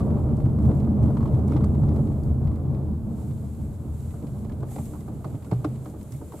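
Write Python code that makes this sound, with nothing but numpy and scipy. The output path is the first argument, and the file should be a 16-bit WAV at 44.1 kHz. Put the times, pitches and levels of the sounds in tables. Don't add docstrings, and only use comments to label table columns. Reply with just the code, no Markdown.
import sys
import numpy as np
from scipy import signal
from scipy.fft import rfft, irfft, next_fast_len
from scipy.io import wavfile
from scipy.ndimage import uniform_filter1d, map_coordinates

SR = 44100
rng = np.random.default_rng(int(sys.argv[2]) if len(sys.argv) > 2 else 0)


def pcm_store(signal):
    levels = np.round(np.clip(np.atleast_2d(signal), -1, 1) * 32767)
    wavfile.write(sys.argv[1], SR, levels.astype(np.int16).T)


def convert_level_to_amplitude(level_db):
    exponent = np.asarray(level_db, float) / 20
    return 10 ** exponent


N = 282240


def unit(x):
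    return x / np.sqrt(np.mean(x ** 2) + 1e-20)


def along(points, hz):
    f, v = np.transpose(points)
    return np.interp(np.log(hz + 1), np.log(f + 1), v)


def curves(rows):
    s, *cols = np.transpose(rows)
    return [np.interp(np.arange(N) / SR, s, c) for c in cols]


def swings(rows, half_s):
    s, db = np.transpose(rows)
    t = np.arange(0, N + 64, 64) / SR
    lift = db * np.exp(-((t[:, None] - s) / half_s) ** 2)
    return np.interp(np.arange(N) / SR, t, lift.max(axis=1) + lift.min(axis=1))


def wobble(rate):
    knots = rng.standard_normal(int(N * rate / SR) + 4)
    return map_coordinates(knots, [np.arange(N) * rate / SR])


def filtered(x, response):
    m = next_fast_len(N + SR // 2)
    return irfft(rfft(x, m) * response(np.fft.rfftfreq(m, 1 / SR)), m)[..., :N]


def resonant(modes):
    def response(f):
        total = 0
        for k, (centre, width, db) in enumerate(modes):
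            damping = 1j * f * width
            total = total + (-1) ** k * convert_level_to_amplitude(db) * damping / (centre * centre - f * f + damping)
        return total
    return response


def shaped(points):
    return lambda f: convert_level_to_amplitude(along(points, f))


def below(hz):
    return lambda f: 1 / (1 + 1j * f / hz) ** 4


def rush(response, lumps_db=0, even=0):
    x = unit(filtered(convert_level_to_amplitude(lumps_db) * rng.standard_normal((2, N)), response))
    power = uniform_filter1d(uniform_filter1d(x ** 2, SR // 12), SR // 12)
    return unit(x / np.abs(power + 1e-3) ** (even / 2))


def bursts(times, gains, t60, rise):
    t = np.arange(SR // 10) / SR
    shape = convert_level_to_amplitude(-60 * t / t60) * (1 - np.exp(-t / rise))
    out = np.zeros((2, N + len(t)))
    for s, g, noise in zip(times, gains, rng.standard_normal((len(times), 2, len(t)))):
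        start = round(s * SR)
        burst = shape * noise
        out[:, start:start + len(t)] += g * burst / np.linalg.norm(burst, axis=1, keepdims=True)
    return out[:, :N]


def pushes(times, gains, length):
    out = np.zeros((2, N))
    out[0, np.round(times * SR).astype(int)] = gains
    push = np.sin(np.pi * np.arange(0, 1, 1 / (length * SR)))
    return signal.fftconvolve(out, push[None], axes=1)[:, :N]


# f/Hz, correlation/1
LIKENESS = [(30, 1), (80, 0.98), (170, 0.91), (350, 0.92), (700, 0.74), (1400, 0.52), (3000, 0.47),
            (5000, 0.4), (9000, 0.23), (14000, 0.26)]


def stereo(pair):
    def turn(hz):
        angle = np.arccos(np.clip(along(LIKENESS, hz), -1, 1)) / 2
        return np.array([np.cos(angle), np.sin(angle)])
    mid, side = filtered(pair, turn)
    return np.array([mid + side, mid - side])


def sides(times, lean_db):
    return convert_level_to_amplitude(np.interp(np.arange(N) / SR, times + .005, lean_db) / 2 * [[1], [-1]])


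# f/Hz, level/dB per Hz
HISS = [(1060, -36.5), (1800, -0.5), (2010, -11), (5810, -11.5), (7340, -11), (11300, -4.5), (15500, -8)]


def microphone_hiss():
    return convert_level_to_amplitude(-70.5) * stereo(rush(shaped(HISS)))


# f/Hz, level/dB per Hz
DRONE = [(200, -26.5), (400, 1.5), (700, -7.5), (1200, -13.5), (1550, -16.5), (1900, -32), (3000, -51.5)]


def engine_bay():
    return convert_level_to_amplitude(-56.0 + wobble(4.5)) * rush(shaped(DRONE))


# t/s, rolling energy level/dB
SPEED = [
    (0, -0.5),
    (2.0, 0.5),
    (3.4, -6.5),
    (5.0, -9.5),
    (6.4, -17),
]
# f/Hz, width/Hz, level/dB
SHELL = [(25.6, 20, -25.5), (38.3, 10, -12), (79.94, 6.9, 2.5)]
# f/Hz, level/dB
SHAKE_DIP = [(25, 0), (40, -1.5), (52, -5), (66, 0)]
# t/s, lift level/dB
HEAVES = [(.21, 2.5), (.66, 6.5), (.89, 1.5), (1.05, 3), (1.4, 2.5), (1.55, 1.5), (1.7, 6.5), (1.9, 4),
          (2.04, 0), (2.33, 8), (2.5, 7), (2.91, 5.5), (3.47, 2), (3.66, 7), (3.92, 7.5), (4.08, 7),
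          (4.51, 6), (4.87, 2.5), (5.6, 6), (6.0, 7), (6.22, 9.5)]


def shell_shake(speed_db):
    shake = rush(lambda f: resonant(SHELL)(f) * below(200)(f) * shaped(SHAKE_DIP)(f) * f / (f + 15), even=0.91)
    return convert_level_to_amplitude(-28.5 + 1.04 * speed_db + swings(HEAVES, half_s=0.062)) * shake


# f/Hz, width/Hz, level/dB
CABIN = [(107.2, 10.5, -1.5), (132.2, 11.94, 2.5), (149.9, 22.2, -5.5)]
# t/s, lift level/dB
PUMPS = [(.1, 3), (.32, 4.5), (.48, 8.5), (.66, 8.5), (.75, 4.5), (.89, 2), (1.05, 9.5), (1.25, 2.5),
         (1.34, 6.5), (1.6, 3.5), (1.83, 6.5), (1.99, 5), (2.3, 6), (2.46, 7.5), (2.71, 6.5), (2.95, -2),
         (3.33, 7.5), (3.65, -1), (3.99, 3.5), (4.15, -1), (4.31, 3.5), (4.42, 3), (4.63, 7), (5.17, 8),
         (5.33, 9.5), (5.6, 6.5), (5.72, 7), (5.78, 9), (6.15, 10.5), (6.39, 3)]


def cabin_boom(speed_db):
    boom = rush(lambda f: resonant(CABIN)(f) * below(500)(f) * f / 130, even=0.52)
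    return convert_level_to_amplitude(-27.5 + 0.96 * speed_db + swings(PUMPS, half_s=0.044)) * boom


# f/Hz, width/Hz, level/dB
TYRE = [(201, 19.7, -1.5), (226.9, 11.1, 0.5)]
# t/s, lift level/dB
RIDGES = [(.06, 6), (.36, 4), (.68, 9.5), (.93, 11.5), (1.5, 6), (2.91, 8.5), (3.62, 6.5), (4.42, 10),
          (4.81, 8.5), (5.03, 5.5), (5.74, 13.5), (.15, 7), (.22, -3.5), (.5, 1.5), (.59, 7.5), (.8, 0.5),
          (1.05, 4), (1.2, 3.5), (1.36, -4), (1.62, 0.5), (1.75, 2.5), (1.9, 3.5), (2.05, 3.5), (2.2, -2),
          (2.35, 3.5), (2.5, 0.5), (2.7, 1), (3.1, 9), (3.3, 4.5), (3.45, 4.5), (3.85, 0), (4.1, 1.5),
          (5.25, -12), (5.45, -21), (6.05, 4)]


def tyre_hum(speed_db, stones):
    hum = rush(lambda f: resonant(TYRE)(f) ** 2, lumps_db=1.5 * stones, even=0.78)
    return convert_level_to_amplitude(-34.5 + 1.14 * speed_db + swings(RIDGES, half_s=0.069)) * hum


# f/Hz, level/dB per Hz
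ROAR = [(100, -20.5), (170, 8.5), (219, 1), (253, -3.5), (295, -6.5), (370, -14.5), (439, -14.5),
        (505, -22), (590, -19), (652, -23), (1130, -34.5), (1760, -51.5), (2050, -51.5), (5000, -65.5),
        (6500, -94.5), (11000, -120)]
# t/s, lift level/dB
PATCHES = [(.2, 2.5), (.5, -2.5), (.71, 5), (.89, -1), (1.34, 0.5), (1.99, 1.5), (2.5, 1.5), (2.97, -2.5),
           (3.2, 3), (3.33, -2), (3.55, -6), (4.23, 6.5), (4.85, -4), (5.33, 5), (5.4, -1), (6.24, -1)]


def tread_roar(rough_db, stones):
    def floor(f):
        high_pass = (f / 240) ** 4 / (1 + (f / 240) ** 4)
        lift = convert_level_to_amplitude(5 / (1 + (f / 1580) ** 16))
        return shaped(ROAR)(f) * high_pass * lift
    roar = rush(floor, lumps_db=1.3 * stones + 1.1 * wobble(45))
    return convert_level_to_amplitude(rough_db + 4 + swings(PATCHES, half_s=0.04)) * roar


# t/s, level/dB
ROAD = [(0.0, -31.5), (0.46, -34.5), (0.8, -32.5), (1.23, -34), (1.57, -32), (1.8, -33.5), (2.41, -40),
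        (2.73, -37.5), (2.97, -41.5), (3.24, -45), (3.6, -44.5), (4.15, -49), (4.45, -41.5), (4.62, -42.5),
        (5.24, -48.5), (5.72, -45), (6.01, -48), (6.4, -50)]


def road():
    rough_db, speed_db = curves(ROAD)[0], curves(SPEED)[0]
    lift_db = 0.22 * (rough_db - rough_db.mean())
    stones = wobble(14)
    low = shell_shake(speed_db) + cabin_boom(speed_db) + tyre_hum(speed_db, stones)
    return convert_level_to_amplitude(lift_db) * low + tread_roar(rough_db, stones)


# t/s, lift level/dB
DRUMS = [(.06, -1), (.3, 5), (.45, 10.5), (.62, 12.5), (.95, 2), (1.06, 15.5), (1.55, 15), (1.7, 8),
         (1.87, 9), (2.1, 7), (2.22, 6.5), (2.4, 12), (2.52, 10.5), (2.7, 5), (2.9, 12), (3.25, 11),
         (3.6, 12.5), (3.9, 8.5), (4.15, 4), (4.45, 3), (4.8, 12), (5.1, 10), (5.27, 16), (5.55, 11),
         (5.69, 6), (5.88, 6), (6.22, 8), (6.34, 5)]


def floor_pan():
    hum = rush(lambda f: resonant([(296.2, 50, 0)])(f) ** 2, even=0.8)
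    return convert_level_to_amplitude(-44.5 + 1.2 * curves(SPEED)[0] + swings(DRUMS, half_s=0.031)) * hum


# f/Hz, width/Hz, level/dB
TRIM = [(2085, 400, 3), (3090, 1100, 3.5), (4060, 3100, 1), (5230, 2200, -14)]


def grit(count=260):
    when, size = rng.random((count, 2)).T
    s = when * (N / SR - .01)
    db = curves(ROAD)[0][(s * SR).astype(int)] - 4.2 * np.log(size + 1e-3) - 13
    hits = bursts(s, convert_level_to_amplitude(db), t60=.025, rise=.0007)
    return filtered(hits, lambda f: resonant(TRIM)(f) * below(9000)(f))


# f/Hz, level/dB per Hz
RUSTLE = [(2940, -41.5), (5000, -22), (6300, -6), (7340, -0.5), (10300, -4), (12000, -2.5), (13200, -7),
          (15500, -22)]
# f/Hz, level/dB per Hz
SCUFF = [(1500, -14.5), (2100, -2), (2600, -6.5), (3900, -5), (5500, -9.5), (7000, -26.5)]
# start t/s, length t/s, level/dB, rise t/s
STROKES = [(0, 0.041, -67.5, .05), (0.148, 0.36, -73, 0.052), (0.624, 0.14, -66.5, .04),
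           (1.03, .35, -69.5, 0.044), (1.48, 0.049, -67.5, .03), (1.602, 0.37, -71, .05),
           (1.955, 0.32, -69.5, 0.057), (3.215, .38, -65, 0.21), (3.95, 0.45, -64.5, 0.11),
           (4.718, 0.11, -55, 0.073), (3.11, .1, -72.5, 0.09), (4.913, 0.12, -62.5, 0.046),
           (5.135, 0.079, -67.5, .05), (5.27, 0.61, -64.5, .08), (4.505, 0.21, -71.5, .05),
           (4.797, 0.063, -59.5, .04), (5.85, .05, -64, 0.03), (6.003, 0.3, -63.5, .05),
           (6.116, 0.023, -61, .02), (6.288, 0.072, -63, 0.086), (6.394, .1, -54.5, 0.071),
           (3.238, .06, -71, .03), (3.64, .22, -67.5, .05), (3.97, .16, -66, .06)]


def slide():
    t = np.arange(N) / SR
    rest_db, let_go_s, slackens_db_per_s = -72, 0.099, 1
    power = 0
    for s, length, db, rise in STROKES:
        grip = np.clip((t - s) / rise + 1, 0, 1)
        release = np.exp(-np.maximum(t - s - length, 0) / let_go_s)
        power = power + convert_level_to_amplitude(2 * (db - slackens_db_per_s * (t - s))) * (grip * release) ** 2
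    over_db = 10 * np.log10(1 + power / convert_level_to_amplitude(2 * rest_db))
    grain = rush(shaped(RUSTLE))
    fine = convert_level_to_amplitude(over_db) * grain
    weight = filtered(grain, lambda f: resonant([(7900, 2500, 0)])(f) ** 2)
    heavy = convert_level_to_amplitude(-22.5 + 1.5 * over_db) * weight
    coarse = convert_level_to_amplitude(-4.5 + 0.64 * over_db) * rush(shaped(SCUFF))
    return convert_level_to_amplitude(rest_db + 1.5 + 0.66 * wobble(35)) * (fine + heavy + coarse)


# t/s, f/Hz, level/dB
PINGS = [(.005, 1170, -37), (1.078, 3220, -59), (4.686, 1800, -62), (4.944, 1000, -52), (5.859, 1590, -57),
         (5.246, 416, -43), (4.496, 1680, -53), (.146, 900, -53), (.874, 805, -50), (.911, 776, -41),
         (1.169, 2050, -58), (2.461, 800, -56.5), (6.134, 2000, -64), (6.146, 2200, -57), (1.56, 810, -34),
         (4.63, 1190, -46), (4.783, 2130, -60), (5.535, 2700, -64), (1.483, 2200, -59), (1.518, 935, -40),
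         (1.521, 2120, -52), (1.533, 2510, -55), (1.566, 2090, -54), (1.567, 4140, -58), (1.604, 940, -50),
         (1.638, 1050, -48), (1.638, 2080, -49), (1.643, 4580, -49), (2.235, 4530, -58), (2.474, 3580, -65),
         (4.607, 1480, -59), (4.63, 2170, -62), (4.715, 800, -48), (4.76, 2080, -60), (4.762, 1090, -55),
         (4.855, 2200, -62), (5.014, 1990, -64), (5.246, 1190, -46), (5.513, 940, -55), (5.513, 2200, -58),
         (5.524, 440, -42), (5.646, 770, -31.5), (5.647, 1080, -45), (5.647, 1364, -43), (5.646, 2210, -54),
         (5.65, 565, -42), (4.763, 530, -42), (4.762, 750, -39.5), (4.795, 744, -48), (4.803, 1150, -55),
         (4.63, 866, -50), (4.638, 605, -47), (4.948, 910, -53), (4.963, 1150, -51), (4.975, 700, -53),
         (1.573, 1100, -44), (1.574, 3500, -60), (5.512, 1235, -46), (5.52, 600, -42)]


def pings():
    out, t = np.zeros((2, N + SR)), np.arange(SR // 6) / SR
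    t60_s = 0.032
    for s, hz, db in PINGS:
        decay_db = 60 * t / t60_s * (hz / 1000) ** 0.59
        tone = (1 - np.exp(-t / 0.0018)) * np.sin(2 * np.pi * hz * t)
        out[0, round(s * SR):][:len(t)] += convert_level_to_amplitude(db + 10.0 - decay_db) * tone
    return out[:, :N]


# t/s, peak level/dB, left-right level/dB
SNAPS = [(0.3691, -48.5, 0.5), (0.6274, -56, -5), (0.8, -54.5, 0.5), (1.029, -49, -2), (1.4795, -43, -4),
         (1.5207, -48, -2), (1.6445, -40.5, 6), (1.9613, -48, -2), (2.2357, -45, -0.5),
         (2.5574, -58.5, -5.5), (4.1084, -51.5, 0.5), (4.714, -49.5, -2.5), (4.8554, -42, 1),
         (5.0064, -45.5, -1.5), (5.5123, -56, 1.5), (5.648, -45.5, -6), (5.8486, -48.5, -2), (5.9, -46, -2),
         (6.0294, -44, -1), (6.122, -36.5, -1), (6.139, -46.5, -3.5), (5.536, -47, -1), (3.226, -56.5, 3),
         (4.005, -49, 1.5), (4.39, -50, 3), (5.875, -52, 2), (.003, -44, -2), (.195, -54, 2),
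         (1.104, -51, 1), (1.151, -55, -2), (1.235, -52, 0), (1.393, -51.5, 0), (4.499, -56, 0),
         (4.61, -55, 0)]


def snaps():
    s, db, side_db = np.transpose(sorted(SNAPS))

    def joint(f):
        return resonant([(5000, 3000, -3), (8500, 6000, 0)])(f) * f / (f + 3000) * below(30000)(f)
    crack = filtered(bursts(s - .001, convert_level_to_amplitude(db + 21.0), t60=.025, rise=.0005), joint)
    return sides(s, side_db) * stereo(crack)


# f/Hz, width/Hz, level/dB
PANEL = [(825, 190, 6.5), (1120, 306, 11.5), (1580, 280, -8)]
# t/s, peak level/dB, panel level/dB
RATTLES = [(0.106, -51.5, 21.5), (0.368, -62, 4), (0.403, -52, 16), (0.457, -51.5, 20), (0.587, -52.5, 19),
           (0.6525, -50.5, 20.5), (0.7141, -50, 16), (0.767, -57.5, 10), (0.8015, -51, -1),
           (1.027, -54.5, 12), (1.0826, -55, 14), (1.171, -45.5, 20), (1.206, -55, 22), (1.228, -51, 23.5),
           (1.257, -49, 21), (1.343, -48.5, 0), (1.4834, -50.5, 12), (1.5218, -47, 19.5),
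           (1.5655, -42, 19.5), (1.6403, -47, 20.5), (1.749, -52.5, 21.5), (1.8352, -51.5, 19),
           (1.8875, -47.5, 14), (1.961, -50.5, 12), (2.0718, -52, 14), (2.2362, -62.5, 3), (2.473, -50, 2),
           (2.5578, -55, 3), (2.661, -60, 9), (2.747, -52.5, 5), (0.29, -59.5, 22), (1.495, -54, 8),
           (1.511, -52, 10), (1.534, -48.5, 7), (1.551, -55.5, 8), (2.1248, -58, 8), (2.277, -61.5, 5),
           (2.345, -62, 3), (2.445, -61, 2), (.004, -46, 6), (1.036, -50, 10), (1.058, -50, 16),
           (1.277, -51.5, 8), (1.576, -50, 15)]
# t/s, peak level/dB, panel level/dB
TICKS = [(3.311, -54, 10), (4.1075, -51, 6), (4.224, -56.5, -5), (4.2694, -50, -4), (4.4483, -51, 11),
         (4.4957, -52, -2), (4.5203, -50.5, 5), (4.605, -57, 2), (4.6298, -52.5, 16), (4.6845, -59, 1),
         (4.714, -54.5, 14), (4.761, -45.5, 9), (4.785, -48, 11), (4.8565, -55.5, -11), (4.937, -57.5, 21),
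         (4.956, -62, 23), (5.007, -53, 11), (5.0846, -58.5, 23), (5.245, -45.5, 15.5), (5.3502, -53, 7),
         (5.425, -52, 2), (5.5138, -39.5, 13), (5.646, -36.5, 14.5), (5.757, -53, 3), (5.858, -50.5, 16.5),
         (6.0124, -52.5, 6), (6.1226, -50.5, 5.5), (6.322, -50, 17), (5.447, -49.5, 6), (5.535, -48, -1)]


def rattles():
    s, db, panel_db = np.transpose(sorted(RATTLES) + sorted(TICKS))
    usual_db = -53
    edge_db = np.repeat([-9, -7], [len(RATTLES), len(TICKS)]) + usual_db + 0.5 * (db - usual_db)
    panel = filtered(bursts(s - .002, convert_level_to_amplitude(db + panel_db + 24.5), t60=0.035, rise=0.00019),
                     lambda f: resonant(PANEL)(f) * below(2600)(f) ** 2)
    dull = filtered(bursts(s - .002, convert_level_to_amplitude(db + 26.0), t60=0.052, rise=0.0011),
                    lambda f: resonant(TRIM)(f) * below(12000)(f))
    edge = filtered(bursts(s - .001, convert_level_to_amplitude(edge_db + 23), t60=.03, rise=.001),
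                    lambda f: resonant([(8500, 6000, 0)])(f) ** 2)
    scatter_db = -3 * rng.standard_normal(len(s))
    return sides(s, scatter_db) * stereo(panel + dull + edge)


def chatter(count=3):
    s, db, _ = np.transpose(RATTLES)
    late, size = rng.random((len(s), count, 2)).T
    s = np.minimum(s + 0.02 * (.3 + 2 * late), N / SR - .01)
    db = db - 7 - 8 * size
    contacts = bursts(s.ravel(), convert_level_to_amplitude(db.ravel() + 28.0), t60=0.015, rise=0.0015)
    return filtered(contacts, lambda f: (resonant(TRIM)(f) + convert_level_to_amplitude(6.0) * resonant(PANEL)(f)) * below(6000)(f))


# t/s, f/Hz, peak level/dB, decay T60/s
THUDS = [(5.5205, 121, -14, 0.27), (5.5225, 173, -12.5, .07), (5.6465, 305, -17, 0.081),
         (5.6565, 303, -15, 0.045), (4.783, 830, -32.5, 0.057), (5.666, 126, -20.5, 0.51),
         (5.085, 310, -29, 0.059), (5.254, 600, -41, .05), (5.246, 1500, -46, .04), (6.3, 470, -38, .07),
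         (5.866, 440, -35, .07), (5.938, 320, -30, 0.093), (6.216, 883, -38, 0.047),
         (6.222, 600, -41, 0.055), (6.338, 299, -30, .08), (5.466, 1400, -51, .05), (5.205, 700, -44, .07),
         (6.39, 1250, -46, .05)]


def thuds():
    out, t = np.zeros((2, N + SR)), np.arange(SR // 2) / SR
    for s, hz, db, t60 in THUDS:
        build = 1 - np.exp(-t * hz / 0.88)
        out[0, round(s * SR):][:len(t)] += convert_level_to_amplitude(db - 60 * t / t60) * build * np.sin(2 * np.pi * hz * t)
    return out[:, :N]


def shudder():
    s, db = np.transpose(KNOCKS)[:2]
    t = np.arange(N) / SR
    power = 0
    for start, level in zip(s, db):
        power = power + convert_level_to_amplitude(2 * level) * (t > start + .01) * np.exp(-2 * np.abs(t - start) / 0.14)
    return convert_level_to_amplitude(-24) * np.sqrt(power) * rush(lambda f: shaped(ROAR)(f) * (f / 300))


# f/Hz, width/Hz, level/dB
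STRUT = [(423, 69, 7), (591.5, 31, 9.5), (760, 260, 1.5), (1023, 130, -2), (1195, 220, -2)]
# t/s, peak level/dB, floor pan level/dB, thump level/dB
KNOCKS = [(0.145, -45, -9, 3), (0.248, -42, -10, -3), (0.279, -42, -3, 10.5), (0.76, -40, -1, 6.5),
          (0.874, -26, -3, 3), (0.912, -39.5, 16.5, 0.5), (1.078, -29, -5.5, 7), (1.168, -40.5, -11, 10.5),
          (1.639, -40, -8, 3.5), (2.462, -38.5, -14, 6), (4.139, -31, -21, 17.5), (4.502, -33.5, -20, -11),
          (4.629, -26.5, -10.5, -9), (4.762, -30.5, -19, 3), (4.787, -30, -22, 18.5), (4.946, -36, -8, -1),
          (5.08, -28.5, -8.5, 2), (5.248, -23.5, -11, 10), (5.516, -25, -12, 10), (5.522, -20, -13, -17),
          (5.646, -19.5, -28, -5), (5.862, -28.5, -7.5, 1), (5.939, -31, -15, 4), (6.216, -30.5, -4.5, -9),
          (6.321, -43, -17, -7), (6.336, -27, -4.5, -8)]


def knocks():
    s, db, pan_db, thump_db = np.transpose(KNOCKS)
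    strut = filtered(bursts(s - .004, convert_level_to_amplitude(db + 31.0), t60=0.083, rise=0.0025),
                     lambda f: resonant(STRUT)(f) * below(2200)(f) ** 2)
    floor = filtered(pushes(s + 0.0008, convert_level_to_amplitude(db + pan_db + 22.5), length=0.0015),
                     lambda f: resonant([(303, 45, 0)])(f) ** 2)
    air = filtered(pushes(s + 0.00864, convert_level_to_amplitude(db + thump_db + 2.0), length=0.0028),
                   resonant([(127.8, 2.3, 3.5), (147, 29.0, 0.0043)]))
    return strut + floor + air


def scene():
    rolling = engine_bay() + road() + floor_pan() + grit()
    handling = slide() + pings() + chatter()
    blows = thuds() + shudder() + knocks()
    return stereo(rolling + handling + blows) + rattles() + snaps()


# f/Hz, left-right level/dB
LEAN = [(60, 2), (110, -0.5), (200, -0.5), (380, -1.0), (700, -2.0), (1290, -1.0), (2380, -0.5),
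        (4400, -0.5), (8120, 0), (15000, -3.5)]


def microphone_ports(heard):
    return filtered(heard, lambda hz: convert_level_to_amplitude(along(LEAN, hz) / 2 * [[1], [-1]]) * (hz < 15800))


def band_limit(x):
    return signal.sosfilt(signal.butter(12, 15700, fs=SR, output="sos"), x)


def record(dry):
    mix = microphone_ports(dry + microphone_hiss())
    return band_limit(mix)


dry = scene()
out = record(dry)
pcm_store(out)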